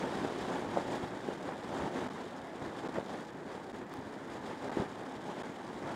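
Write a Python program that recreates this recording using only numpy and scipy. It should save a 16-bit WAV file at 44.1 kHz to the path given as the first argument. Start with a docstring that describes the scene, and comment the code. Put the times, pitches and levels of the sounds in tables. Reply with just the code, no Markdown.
"""Open car window at highway speed

Inside the car beside an open side window, close to one small microphone: noise shaped by spectra gives
a steady road drone and a slipstream that rushes, flutters and hisses at the frame, with gusts and lulls.
Eddies thump on the microphone as short pressure swings; sharp single spikes with a faint, quickly fading
noisy tail make a few tiny ticks. At set moments the microphone chokes for a few milliseconds."""
import sys
import numpy as np
from scipy import signal
from scipy.fft import rfft, irfft, next_fast_len
from scipy.io import wavfile
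from scipy.ndimage import uniform_filter1d, map_coordinates

SR = 44100
rng = np.random.default_rng(int(sys.argv[2]) if len(sys.argv) > 2 else 0)


def master_out(mix):
    """Clip the mix to full scale and print it as 16-bit PCM to the path in sys.argv[1]."""
    frames = np.transpose(np.atleast_2d(mix))
    ceiling = np.clip(frames, -1, 1)
    pcm = np.round(ceiling * 32767).astype(np.int16)
    wavfile.write(sys.argv[1], SR, pcm)


N = 262395

# broad resonances of the cabin air: (centre [Hz], width [Hz], height [dB])
CABIN_RESONANCES = [(196, 40, 3), (265.6, 32, 4), (356, 33, 3), (873, 155, 2)]
# spectrum of the hiss at the window, with or without the port's colour: (frequency [Hz], relative level [dB])
HISS_SPECTRUM = [(700, -20), (1800, -5), (2700, 2.5), (3500, 1), (5000, -5), (7000, -9), (9500, -15.5),
                 (11500, -25), (13000, -28.5), (15500, -30)]


def amp(db):
    """Decibels to gain."""
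    return 10 ** (np.asarray(db) / 20)


def unit(x):
    """Scale to rms 1."""
    return x / np.sqrt(np.mean(x ** 2) + 1e-20)


def wobble(rate):
    """A smooth random curve, rate knots a second."""
    knots = rng.standard_normal(int(N * rate / SR) + 4)
    return map_coordinates(knots, [np.arange(N) * rate / SR])


def filtered(x, response):
    """x times a response of frequency, padded so that its end does not wrap round to the start."""
    m = next_fast_len(N + SR // 2)
    return irfft(rfft(x, m) * response(np.fft.rfftfreq(m, 1 / SR)), m)[:N]


def coloured(x, spectrum, bumps=()):
    """x through a smooth spectrum with bell-shaped peaks and dips, at rms 1."""
    f, level = np.transpose(spectrum)

    def response(hz):
        db = np.interp(np.log(hz + 1), np.log(f), level)
        for centre, width, height in bumps:
            db = db + height / (1 + (2 * (hz - centre) / width) ** 2)
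        return amp(db)

    return unit(filtered(x, response))


def turbulence(patchy_db):
    """White noise whose strength drifts in patches of time and frequency, patchy_db rms."""
    z = signal.stft(rng.standard_normal(N), nperseg=512)[2]
    field = uniform_filter1d(rng.standard_normal(z.shape), size=9, axis=0)
    field = uniform_filter1d(field, size=10, axis=1)
    return signal.istft(z * amp(patchy_db * unit(field)), nperseg=512)[1][:N]


def road():
    """Steady cabin boom and the roar of tread on asphalt, coloured by the cabin air."""
    # spectrum of tyres and road heard inside: (frequency [Hz], relative level [dB])
    road_spectrum = [(20, -37), (50, -21), (90, -12.5), (200, -3.5), (280, -1.5), (450, -4), (680, -8.5),
                     (860, -6.5), (1250, -16.5), (1700, -11), (2600, -30), (6000, -39), (15000, -51.5)]
    return amp(-49) * coloured(turbulence(patchy_db=-1.0), road_spectrum, CABIN_RESONANCES)


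def slipstream():
    """One wind strength drives the layers; the shear layer flaps in the opening, so they flutter together."""
    # steady strength of the stream between gusts: (time [s], level [dB])
    stream_levels = [(0.0, -39), (0.69, -41.5), (1.05, -41), (1.11, -44.5), (1.29, -43), (1.56, -47),
                     (1.79, -42), (2.51, -48.5), (2.8, -45), (3.36, -50.5), (4.22, -49), (4.98, -46.2),
                     (5.61, -47.5), (5.95, -43.5)]
    times, levels = np.transpose(stream_levels)
    stream_db = np.interp(np.arange(N) / SR, times, levels)
    mean_db = stream_db.mean()
    swell_db = stream_db - mean_db
    rise_db, bright_db = gusts()
    wind_db = swell_db + rise_db + 0.5 * wobble(21.9)
    flutter = 0.37 * wobble(45) + 0.43 * wobble(120) + 0.93 * wobble(300)
    # each layer: level against the stream [dB] + dB gained per dB of wind
    wind = amp(-10.5 + 0.75 * wind_db) * buffet(flutter)
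    wind += amp(0.77 + 0.9 * wind_db) * rush(flutter)
    wind += amp(-8 + 0.79 * wind_db) * edge(flutter)
    wind += amp(-14.5 + 0.84 * wind_db + bright_db) * hiss(flutter, wind_db)
    # the broad hiss follows the steady stream, not the gusts
    wind += amp(-24.5 + 1.87 * swell_db) * broad_hiss(flutter)
    return amp(mean_db) * wind


def gusts(build_s=0.054, collapse_s=0.031):
    """Wind rise and extra hiss in dB: each gust through the window builds, holds and collapses."""
    # gusts, where a negative rise is a lull: (start [s], length [s], rise [dB], extra hiss [dB])
    gust_rows = [(-0.001, 0.29, 1.8, -0.4), (0.396, 0.21, 3.5, -0.8), (0.751, 0.048, 8, -2.1),
                 (0.895, 0.075, 4.5, 2), (1.456, 0.086, 6, -4), (1.719, 0.17, 5, -1.3),
                 (1.939, 0.14, 6.2, -1), (2.184, 0.052, 4.5, -1), (2.631, 0.044, 5.5, -1.1),
                 (2.844, 0.048, 6.5, -2), (2.94, 0.064, 10, -3.1), (3.098, 0.123, 6.5, -1.3),
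                 (3.479, 0.099, 6, 1), (3.732, 0.046, 6, -0.6), (3.829, 0.056, -4, -6),
                 (3.907, 0.078, 3, 1.2), (4.29, 0.094, 5, 1.5), (4.437, 0.1, 6.5, 1.8), (4.619, 0.11, 7, 0),
                 (4.742, 0.11, 9.5, -1.3), (5.22, 0.11, 4, -0.5), (5.375, 0.098, 5.5, 0.5),
                 (5.816, 0.12, 3.5, -2)]
    t = np.arange(N) / SR
    rise_db, bright_db = np.zeros(N), np.zeros(N)
    for start, length, db, hiss_db in gust_rows:
        building = (t - start) / build_s
        collapsing = (start + length - t) / collapse_s
        # both ramps are half way at the gust's start and end
        shape = np.clip(0.5 + np.minimum(building, collapsing), 0, 1)
        rise_db += db * shape
        bright_db += hiss_db * shape
    return rise_db, bright_db


def buffet(flutter):
    """Low, heavy air noise that swells strongly with the flapping shear layer."""
    # spectrum of the buffeting: (frequency [Hz], relative level [dB])
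    buffet_spectrum = [(15, -36), (30, -20), (60, -9), (110, -2.5), (170, -2), (260, -5), (600, -31),
                       (2000, -64)]
    swelling = amp(2.8 * flutter + 1.0 * wobble(13))
    return coloured(turbulence(patchy_db=2.0) * swelling, buffet_spectrum)


def rush(flutter):
    """Small eddies make the rushing air arrive in lumps, coloured by the cabin air."""
    # spectrum of the rush: (frequency [Hz], relative level [dB])
    rush_spectrum = [(60, -39), (140, -8.5), (230, -4), (340, -2), (460, -3.5), (660, -5.5), (850, -6.5),
                     (1250, -20), (1900, -21.5), (2700, -57), (5000, -69)]
    lumps = amp(1.2 * flutter + 1.46 * wobble(600))
    return coloured(turbulence(patchy_db=0.95) * lumps, rush_spectrum, CABIN_RESONANCES)


def edge(flutter):
    """Air shearing off the frame's edge, between rush and hiss."""
    # spectrum at the frame's edge: (frequency [Hz], relative level [dB])
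    edge_spectrum = [(400, -31), (800, -4.5), (1050, 3.5), (1280, 0.5), (1600, -1.5), (2100, -5.5),
                     (2700, -13.5), (4000, -22), (9000, -50)]
    return coloured(turbulence(patchy_db=0.7) * amp(1.56 * flutter), edge_spectrum)


def hiss(flutter, wind_db):
    """Hiss through the microphone port: a weak stream sputters, a strong one hisses more evenly."""
    # the hollow of the microphone port colours the hiss: (centre [Hz], width [Hz], height [dB])
    port_resonances = [(2660, 470, -8), (3600, 700, 0), (4230, 290, -5.5), (5900, 880, -3), (7120, 770, 2)]
    unevenness = np.interp(wind_db, [-4, 7], [2.0, 1.0])
    sputter = unevenness * (wobble(110) + 1.07 * wobble(500) + 0.36 * wobble(14))
    air = turbulence(patchy_db=0.73) * amp(0.36 * flutter + sputter)
    return coloured(air, HISS_SPECTRUM, port_resonances)


def broad_hiss(flutter):
    """The broad hiss of a strong stream, clear of the port's colour."""
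    return coloured(turbulence(patchy_db=0.0) * amp(1.1 * flutter), HISS_SPECTRUM)


def thumps(count=3):
    """Each eddy sweeps over the port as one big swing amid a few smaller whirls."""
    # eddies that hit the microphone: (time [s], level [dB], pitch [Hz])
    eddies = [(0.7732, -17, 633), (1.288, -25, 433), (2.9856, -20.5, 418), (3.1038, -30, 760),
              (4.7726, -25, 300), (4.8019, -27.5, 180), (4.825, -26, 313)]
    whirl_db, whirl_octaves = -9.5, 0.6  # level against the eddy, scatter of pitch either way
    ahead_s, behind_s = 0.009, 0.00615  # how far before and after the eddy whirls may arrive
    out = np.zeros(N)
    for s, db, hz in eddies:
        out += amp(db) * swing(s, hz)
        for when, size in rng.random((count, 2)):
            delay = when * (ahead_s + behind_s) - ahead_s
            whirl_hz = hz * 2 ** (whirl_octaves * (2 * size - 1))
            out += amp(db + whirl_db) * swing(s + delay, whirl_hz)
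    return out


def swing(s, hz, width=0.61):
    """One swing of suction and pressure centred on time s; width is in cycles."""
    cycles = (np.arange(N) / SR - s) * hz
    near = np.abs(cycles) < 4
    out = np.zeros(N)
    out[near] = np.sin(2 * np.pi * cycles[near]) * np.exp(-(cycles[near] / width) ** 2)
    return out


def choke(depth=0.97):
    """Share of the sound that gets through: it nearly cuts out while a pressure swing pins the diaphragm."""
    # moments when the microphone chokes: (centre [s], length [s])
    choke_moments = [(2.081, 0.0049), (2.0958, 0.0063), (2.8824, 0.0073), (2.993, .0032), (3.7243, 0.006),
                     (4.692, 0.005), (4.7116, 0.006), (5.429, 0.0081)]
    gain, t = np.ones(N), np.arange(N) / SR
    for s, length in choke_moments:
        reach = np.minimum(np.abs(t - s) / (length / 2), 2)
        gain *= 1 - depth * np.exp(-reach ** 6)
    return gain


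def ticks(life_s=0.00041, tail=0.1):
    """Tiny bright snaps in the wind: one sharp spike with a faint noisy tail that fades in about a millisecond."""
    # sharp ticks: (time [s], level [dB])
    tick_rows = [(3.2071, -42), (3.7618, -43), (3.8957, -41), (3.9394, -31), (3.9914, -42), (4.7704, -39)]
    out, t = np.zeros(N), np.arange(SR // 200) / SR
    for s, db in tick_rows:
        snap = tail * rng.standard_normal(len(t)) * np.exp(-t / life_s)
        snap[0] = 1
        out[round(s * SR):][:len(t)] += amp(db) * snap
    # soften above 4500 Hz
    return filtered(out, lambda hz: 2 / (1 + 1j * hz / 4500))


def scene():
    """Road, wind and its blows at the microphone."""
    return (road() + slipstream() + thumps() + ticks())[None]


def record(dry):
    """The microphone chokes now and then; nothing is kept above the band limit."""
    top_hz = 15720
    return filtered(dry[0] * choke(), lambda hz: hz < top_hz)[None]


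dry = scene()
out = record(dry)
master_out(out)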